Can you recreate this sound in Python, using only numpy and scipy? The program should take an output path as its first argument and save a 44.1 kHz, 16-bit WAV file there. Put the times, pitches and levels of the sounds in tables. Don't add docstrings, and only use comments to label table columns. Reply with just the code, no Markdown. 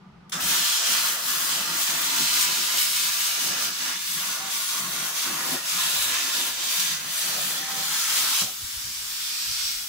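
import sys
import numpy as np
from scipy import signal
from scipy.fft import rfft, irfft, next_fast_len
from scipy.io import wavfile
from scipy.ndimage import uniform_filter1d, map_coordinates

SR = 44100
rng = np.random.default_rng(int(sys.argv[2]) if len(sys.argv) > 2 else 0)


def pcm_store(signal):
    levels = np.round(np.clip(np.atleast_2d(signal), -1, 1) * 32767)
    wavfile.write(sys.argv[1], SR, levels.astype(np.int16).T)


N = 435708
T = np.arange(N) / SR
STRIKE_S, BREAK_S = 0.393, 8.414


def amp(db):
    return 10 ** (np.asarray(db) / 20)


def unit(x):
    return x / np.sqrt(np.mean(x ** 2) + 1e-20)


def along(points, hz):
    f, value = np.transpose(points)
    return np.interp(np.log(hz + 1), np.log(f + 1), value)


def curves(rows):
    s, *columns = np.transpose(rows)
    return [np.interp(T, s, column) for column in columns]


def gate(start, end, rise, fall):
    return np.clip((T - start) / rise, 0, 1) * np.clip((end - T) / fall, 0, 1)


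def bell(s, length):
    return np.exp(-((T - s) / length) ** 2)


def wobble(rate):
    coarse = T[::32]
    knots = rng.standard_normal(int(N * rate / SR) + 4)
    return np.interp(T, coarse, map_coordinates(knots, [coarse * rate], order=2))


def noise_pair():
    return rng.standard_normal((2, N))


def filtered(x, response):
    m = next_fast_len(N + 8192)
    gain = response(np.fft.rfftfreq(m, 1 / SR).astype(np.float32))
    spectrum = rfft(x.astype(np.float32), m) * gain.astype(np.complex64)
    return irfft(spectrum, m)[..., :N]


def colour(points):
    return lambda hz: amp(along(points, hz))


def resonances(modes):
    def response(f):
        return sum((-1) ** k * amp(db) * 1j * f * width / (centre * centre - f * f + 1j * f * width)
                   for k, (centre, width, db) in enumerate(modes))
    return response


def stereo(pair, response):
    # f/Hz, correlation
    likeness = [(60, 0.71), (120, 0.9), (240, 0.93), (480, -0.073), (950, 0.52), (1890, 0.057),
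                (3770, 0.099), (7520, 0.06), (15000, -0.092)]

    def spread(hz):
        alike = np.clip(along(likeness, hz), -1, 1)
        return response(hz) * np.sqrt([1 + alike, 1 - alike])
    mid, side = filtered(pair, spread)
    return np.array([mid + side, mid - side]) / np.std(mid)


def patches(bins, frames):
    return lambda grid: unit(uniform_filter1d(uniform_filter1d(grid, size=bins, axis=0), size=frames, axis=1))


def turbulence(patchy_db):
    z = signal.stft(noise_pair(), nperseg=512)[2]
    narrow = patches(3, 14)(rng.standard_normal(z.shape[1:]))
    broad = patches(14, 30)(rng.standard_normal(z.shape[1:]))
    patchy = z * amp(patchy_db * (narrow + 0.6 * broad))
    return unit(signal.istft(patchy, nperseg=512)[1][:, :N])


def pops(rate, spread_db):
    size = amp(spread_db * np.minimum(rng.exponential(size=N), 3))
    return unit((rng.random(N) < rate / SR) * size * rng.choice([-1, 1], N))


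def spits(rate, decay):
    starts = (rng.random(N) < rate / SR) * (1 + rng.random(N))
    decaying = signal.lfilter([1], [1, -np.exp(-1 / (decay * SR))], starts)
    surge = uniform_filter1d(decaying, size=60)
    return unit(surge - surge.mean())


def workshop(x, wet_db):
    # f/Hz, time to fall 60 dB/s
    walls = [(200, 0.21), (2000, 0.15), (8000, 0.069), (16000, 0.21)]
    hop = SR * 2 // 3
    echo = np.zeros((2, N + 3 * SR))
    padded = np.pad(x, ((0, 0), (hop, 2 * hop)))
    fade = np.sin(np.pi * np.arange(2 * hop) / (2 * hop))
    for start in range(0, N + hop, hop):
        hz, t, z = signal.stft(rng.standard_normal((2, SR // 6)), SR, nperseg=256)
        decay = amp(-60 * t / along(walls, hz)[:, None])
        tail = signal.istft(z * decay, SR, nperseg=256)[1]
        tail = tail / np.linalg.norm(tail[0])
        part = signal.fftconvolve(padded[:, start:start + 2 * hop] * fade, tail, axes=1)
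        echo[:, start:start + part.shape[1]] += part
    return unit(x + amp(wet_db) * echo[:, hop:hop + N])


def lift_motor():
    # t/s, level/dB, half-length/s
    lifts = [(0.08, -46, .02), (.24, -52, 0.061), (0.362, -41.5, 0.028), (.48, -48, .06)]
    # f/Hz, width/Hz, level/dB
    motor = [(154, 26, 1), (208, 34, -4), (352, 25, -11), (830, 55, -20), (1190, 40, -11), (1300, 41, -13),
             (1470, 60, -17)]
    swells = sum(amp(db) * bell(s, length) for s, db, length in lifts)
    pitch_hz = 183 * (1 + 0.026 * wobble(35.5))
    hum = swells * np.sqrt(2) * np.sin(2 * np.pi * np.cumsum(pitch_hz) / SR)
    whine = amp(-53.0) * stereo(noise_pair(), resonances(motor))
    return (hum + whine) * gate(-1, 0.59, .1, .1)


def shop_air():
    # f/Hz, density/dB
    shop = [(25, -25), (60, -21), (110, -9), (170, -1), (280, -5), (400, -5.5), (600, -11), (900, -3),
            (1300, -14), (2000, -12.5), (5000, -21.5), (12000, -46), (16000, -60)]
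    low = [(20, -5), (45, 4), (100, 4), (250, -24), (1000, -80)]  # f/Hz, density/dB
    room = amp(-59.0) * stereo(noise_pair(), colour(shop))
    rumble = amp(-72.5 + 5.0 * wobble(8)) * stereo(noise_pair(), colour(low))
    return room + rumble


def thumps():
    # t/s, level/dB, f/Hz, half-length/s
    bumps = [(.15, -64, 55, .12), (.45, -55, 60, .06), (8.438, -42.5, 115, 0.023), (8.64, -51, 75.4, 0.045),
             (8.77, -45, 55, 0.028), (8.875, -46.5, 80, 0.035), (9.018, -54, 65, .06), (9.12, -59, 40, .04),
             (9.496, -49, 60, 0.024), (9.62, -57, 55, 0.1), (9.758, -58, 35, .06)]
    out, shake = np.zeros(N), rng.standard_normal(N)
    for s, db, hz, length in bumps:
        band = signal.butter(2, [hz / 1.5, hz * 1.7], "bandpass", fs=SR, output="sos")
        out += amp(db) * bell(s, length) * unit(signal.sosfilt(band, shake))
    return out


def air():
    # t/s, gain/dB
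    near = [(8.52, -2), (8.7, .5), (9.02, 1), (9.25, 3), (9.68, 5), (9.88, -.5)]
    # level/dB, share of the nearness
    cooling_layers = [(-38.5, 1.16), (-38.5, 0.5), (-52, 0.86), (-45, 2.5)]
    # f/Hz, density/dB
    air_hiss = [(1100, -48), (1700, -9), (2300, -6), (3000, -4), (3500, -1), (4200, -6), (5500, -2.5),
                (6600, -4), (7800, -3.5), (10000, -16), (13000, -34), (17000, -60)]
    air_sizzle = [(4700, -28), (8000, -4), (9500, -5), (11000, -3), (12500, -4.5), (14500, -1),
                  (15700, -2.5)]
    air_low = [(380, -61), (650, -34), (820, -10.5), (1340, 2), (1460, 2.5), (1870, -4), (2000, -8),
               (2300, -14), (2990, -44), (5060, -120)]
    # f/Hz, width/Hz, level/dB
    nozzle_modes = [(4560, 1030, 1), (5700, 360, 2), (7900, 700, -10)]
    valve_s, spurt_fade_db_per_s = .319, 113

    tick = amp(-14) * gate(.295, .304, .001, .008)
    leak = amp(-22) * gate(.295, .325, .002, .015)
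    valve = tick + leak
    spurt = gate(valve_s, .42, 0.0055, 0.025)
    spurt_fade_db = spurt_fade_db_per_s * np.maximum(T - valve_s, 0)

    near_db, = curves(near)
    cooling = np.clip((T - BREAK_S) / 0.065, 0, 1)
    hiss, sizzle, low, ring = [amp(db + share * near_db) * cooling for db, share in cooling_layers]
    hiss = hiss + amp(-37) * valve + spurt * amp(-29.5 - spurt_fade_db)
    sizzle = sizzle + amp(-34) * valve + spurt * amp(-42)
    low = low + spurt * amp(-36)
    return (hiss * stereo(workshop(turbulence(patchy_db=1.0), wet_db=-3.5), colour(air_hiss))
            + sizzle * stereo(turbulence(patchy_db=1.8), colour(air_sizzle))
            + low * stereo(turbulence(patchy_db=1.0), colour(air_low))
            + ring * stereo(noise_pair(), resonances(nozzle_modes)))


def surges():
    # start t/s, end t/s, churn gain/dB, drone gain/dB
    digs = [(.3, 0.692, 12.5, 9), (0.86, 1.19, 8.5, 8), (1.24, 1.86, 12, 9.5), (1.87, 2.445, 13.5, 10),
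            (2.41, 2.805, 10.5, 7), (3.354, 3.735, 13, 11), (3.782, 3.97, 9, 3), (4.05, 4.364, 2, 8),
            (4.358, 4.53, 8, 10), (4.73, 5.11, 8.5, 10.5), (5.24, 5.603, 18, 12), (5.706, 6.026, 8, 10),
            (6.046, 6.34, 11, 0), (6.33, 6.548, 16.5, 8), (6.76, 7.15, -1, 7), (7.23, 7.946, 5, 8),
            (8.11, 8.386, 9, 5)]
    out = np.zeros((2, N))
    for start, end, *gains in digs:
        out = np.maximum(out, np.outer(gains, gate(start, end, rise=0.032, fall=0.056)))
    return out


def lulls():
    # start t/s, end t/s, depth/dB
    drops = [(2.77, 3.29, 5), (3.7, 3.83, 12), (3.934, 4.21, 18), (4.585, 4.76, 8), (5.58, 5.72, 2),
             (6.574, 7.236, 1.5)]
    return sum(db * gate(start, end, 0.069, 0.069) for start, end, db in drops)


def tray(churn_db, drone_db, lull_db):
    # f/Hz, width/Hz, level/dB
    deep_modes = [(101.7, 5.1, -7), (155.2, 10.2, 1.5), (184.7, 15, 0), (200, 21, -1)]
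    shallow_modes = [(256.5, 9, 1.5), (317, 15, -2), (353, 22.5, -1), (392, 39, -6.5)]
    # f/Hz, density/dB
    hollow = [(250, -34), (340, -4.5), (400, -7), (450, -1), (560, 2), (680, 0.5), (780, 3), (930, -8.5),
              (1240, -44), (2000, -80)]
    deep_tilt = [(50, -18), (100, 0.5), (220, 4.5), (330, -18)]  # f/Hz, gain/dB
    shallow_tilt = [(120, -28), (235, 0.0), (400, -3.0), (560, -9)]  # f/Hz, gain/dB

    def deep(hz):
        return resonances(deep_modes)(hz) * colour(deep_tilt)(hz)

    def shallow(hz):
        return resonances(shallow_modes)(hz) * colour(shallow_tilt)(hz)

    snap_db = 10 * gate(BREAK_S, BREAK_S + .07, .004, 0.046)
    hollow_db = -52.5 + 0.28 * (churn_db + snap_db) - lull_db + 2 * wobble(14)
    lumps = amp(3.1 * wobble(20)) * noise_pair()
    drone = amp(-61 + drone_db + snap_db) * stereo(lumps, deep)
    churn = amp(-62.5 + churn_db + snap_db) * stereo(lumps, shallow)
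    rush = amp(hollow_db) * stereo(turbulence(patchy_db=1.74), colour(hollow))
    return (drone + churn + rush) * gate(0.314, 8.55, 0.022, 0.055)


def flickers():
    # t/s, gain/dB, width between the 1/e points/s
    moments = [(1.206, -5, 0.15), (1.658, -2.5, 0.14), (2.213, 2.5, 0.1), (2.42, 3, 0.096), (2.803, 2, .08),
               (3.743, -5, 0.12), (3.99, -5, 0.17), (4.443, -5, 0.15), (4.73, 1.5, 0.066),
               (4.87, -3.5, 0.14), (5.13, -3.5, 0.066), (5.617, -5.5, 0.11), (6.313, -2.6, 0.051),
               (6.562, -4.5, 0.12), (6.826, 2, 0.16), (7.026, -6, .15), (7.712, -5.6, 0.33)]
    return sum(db * bell(s, length / 2) for s, db, length in moments)


def cutting_jet(jet_db, fine_db, flicker_db, spit_db):
    # f/Hz, density/dB
    hiss_colour = [(1100, -44), (1700, -14), (1900, -11.5), (2200, -6), (2700, -3), (3450, 0.4),
                   (4300, -0.5), (5600, 0), (6500, -1.1), (8000, -5.5), (10000, -12.5), (13000, -15),
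                   (17000, -60)]
    sizzle_colour = [(4400, -37), (7500, 0), (9500, -1), (12000, -2.5), (14500, 0), (15700, -0.5)]
    hiss_db = jet_db + flicker_db + 0.76 * wobble(11)
    sizzle_db = fine_db + 1.3 * flicker_db + 1.6 * wobble(11)
    sparks = pops(rate=390, spread_db=-1.5)
    sparks = np.array([sparks, np.roll(sparks, 2)])
    coarse_jet = workshop(turbulence(patchy_db=1.0) + amp(-9.5) * sparks, wet_db=-4.0)
    fine_jet = workshop(turbulence(patchy_db=1.0) + amp(-18) * sparks, wet_db=-2.5)
    hiss = amp(hiss_db + spit_db) * stereo(coarse_jet, colour(hiss_colour))
    sizzle = amp(sizzle_db + spit_db) * stereo(fine_jet, colour(sizzle_colour))
    return hiss + sizzle


def kerf_roar(jet_db, flicker_db, spit_db, surge_db, lull_db):
    # f/Hz, density/dB
    roar_colour = [(600, -41), (850, -10.5), (930, -3.5), (1150, 0.5), (1400, -1.5), (1720, 0.5),
                   (1900, -1.5), (2300, -5.5), (3000, -3.5), (5000, -58)]
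    # f/Hz, width/Hz, level/dB
    table_modes = [(676, 13, -1.5), (901, 24, -3), (985, 22, -2), (1195, 32, -1), (1396, 44, 3.5),
                   (1550, 29, 0.5), (1692, 35, -1), (2000, 40, 0)]
    usual_cut_db = -29
    pierce_db = 2.5 * bell(.55, 0.019)
    roar_db = -39 + 0.27 * (jet_db - usual_cut_db) + 0.45 * flicker_db + 0.12 * surge_db
    roar_db = roar_db - 0.17 * lull_db + pierce_db + 0.62 * wobble(16)
    ring_db = -3 - 0.58 * (T - STRIKE_S) - 0.26 * lull_db
    roar = amp(roar_db + spit_db) * stereo(workshop(turbulence(patchy_db=1.5), wet_db=2.5), colour(roar_colour))
    ringing = stereo(noise_pair(), lambda hz: resonances(table_modes)(hz) * (hz > 600))
    return roar + amp(roar_db + ring_db) * ringing


def arc(surge_db, lull_db):
    # t/s, hiss level/dB, sizzle level/dB
    strength = [(.4, -33, -32.5), (.5, -24.5, -26), (.7, -26, -29.5), (1.0, -26.8, -27.5),
                (1.35, -29.5, -30), (1.9, -29, -31.5), (2.3, -27, -31), (2.85, -27.5, -29.5),
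                (3.5, -29.5, -31.5), (4.2, -30.5, -32), (5.45, -32, -32.5), (5.9, -28.5, -30.5),
                (6.4, -29.5, -34), (7.4, -31.5, -31.5), (8.0, -28, -28.5), (8.35, -27, -30.5)]
    jet_db, fine_db = curves(strength)
    flicker_db = flickers()
    spit_db = .52 * spits(rate=92, decay=0.022)
    sound = cutting_jet(jet_db, fine_db, flicker_db, spit_db)
    sound = sound + kerf_roar(jet_db, flicker_db, spit_db, surge_db, lull_db)
    strike = np.clip((T - STRIKE_S) / 0.013, 0, 1)
    dying = amp(-150 * np.maximum(T - BREAK_S, 0))
    return sound * strike * dying


def whistles():
    # start t/s, end t/s, f/Hz, level/dB
    notes = [(4.383, 4.54, 775, -47), (4.805, 4.93, 1085, -48), (5.257, 5.4, 1130, -43.5),
             (7.584, 7.87, 776, -45.5)]
    out, waver, swell = np.zeros(N), wobble(70), amp(1.8 * wobble(30))
    for start, end, hz, db in notes:
        phase = 2 * np.pi * np.cumsum(hz * (1 + 0.0057 * waver)) / SR
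        out += amp(db) * swell * gate(start, end, 0.038, 0.041) * np.sqrt(2) * np.sin(phase)
    return out


def pop():
    # f/Hz, density/dB
    pop_colour = [(60, -15), (180, 3), (400, -2), (1100, -4), (2500, -20), (8000, -50)]
    pop_s, fade_db_per_s = 8.417, 1309
    attack = np.clip((T - pop_s) / 0.0012, 0, 1)
    envelope = attack * amp(-37 - fade_db_per_s * np.maximum(T - pop_s, 0))
    return envelope * stereo(noise_pair(), colour(pop_colour))


def scene():
    # f/Hz, left minus right/dB
    lean = [(60, 6), (92, -5.5), (140, 0.5), (210, 1), (330, 0.0), (500, 1), (770, 0.5), (1170, 0),
            (1790, -1.0), (2740, -2.5), (4190, -2.5), (6410, -1), (9810, 7.5), (15000, 4)]
    (churn_db, drone_db), lull_db = surges(), lulls()
    sound = lift_motor() + shop_air() + thumps() + air()
    sound = sound + tray(churn_db, drone_db, lull_db) + arc(churn_db, lull_db)
    sound = sound + whistles() + pop()
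    return filtered(sound, lambda hz: amp(np.array([[.5], [-.5]]) * along(lean, hz)))


def record(dry):
    top_hz = 15850
    return filtered(dry, lambda hz: np.sin(np.pi / 2 * np.clip((top_hz - hz) / 200, 0, 1)) ** 2)


dry = scene()
out = record(dry)
pcm_store(out)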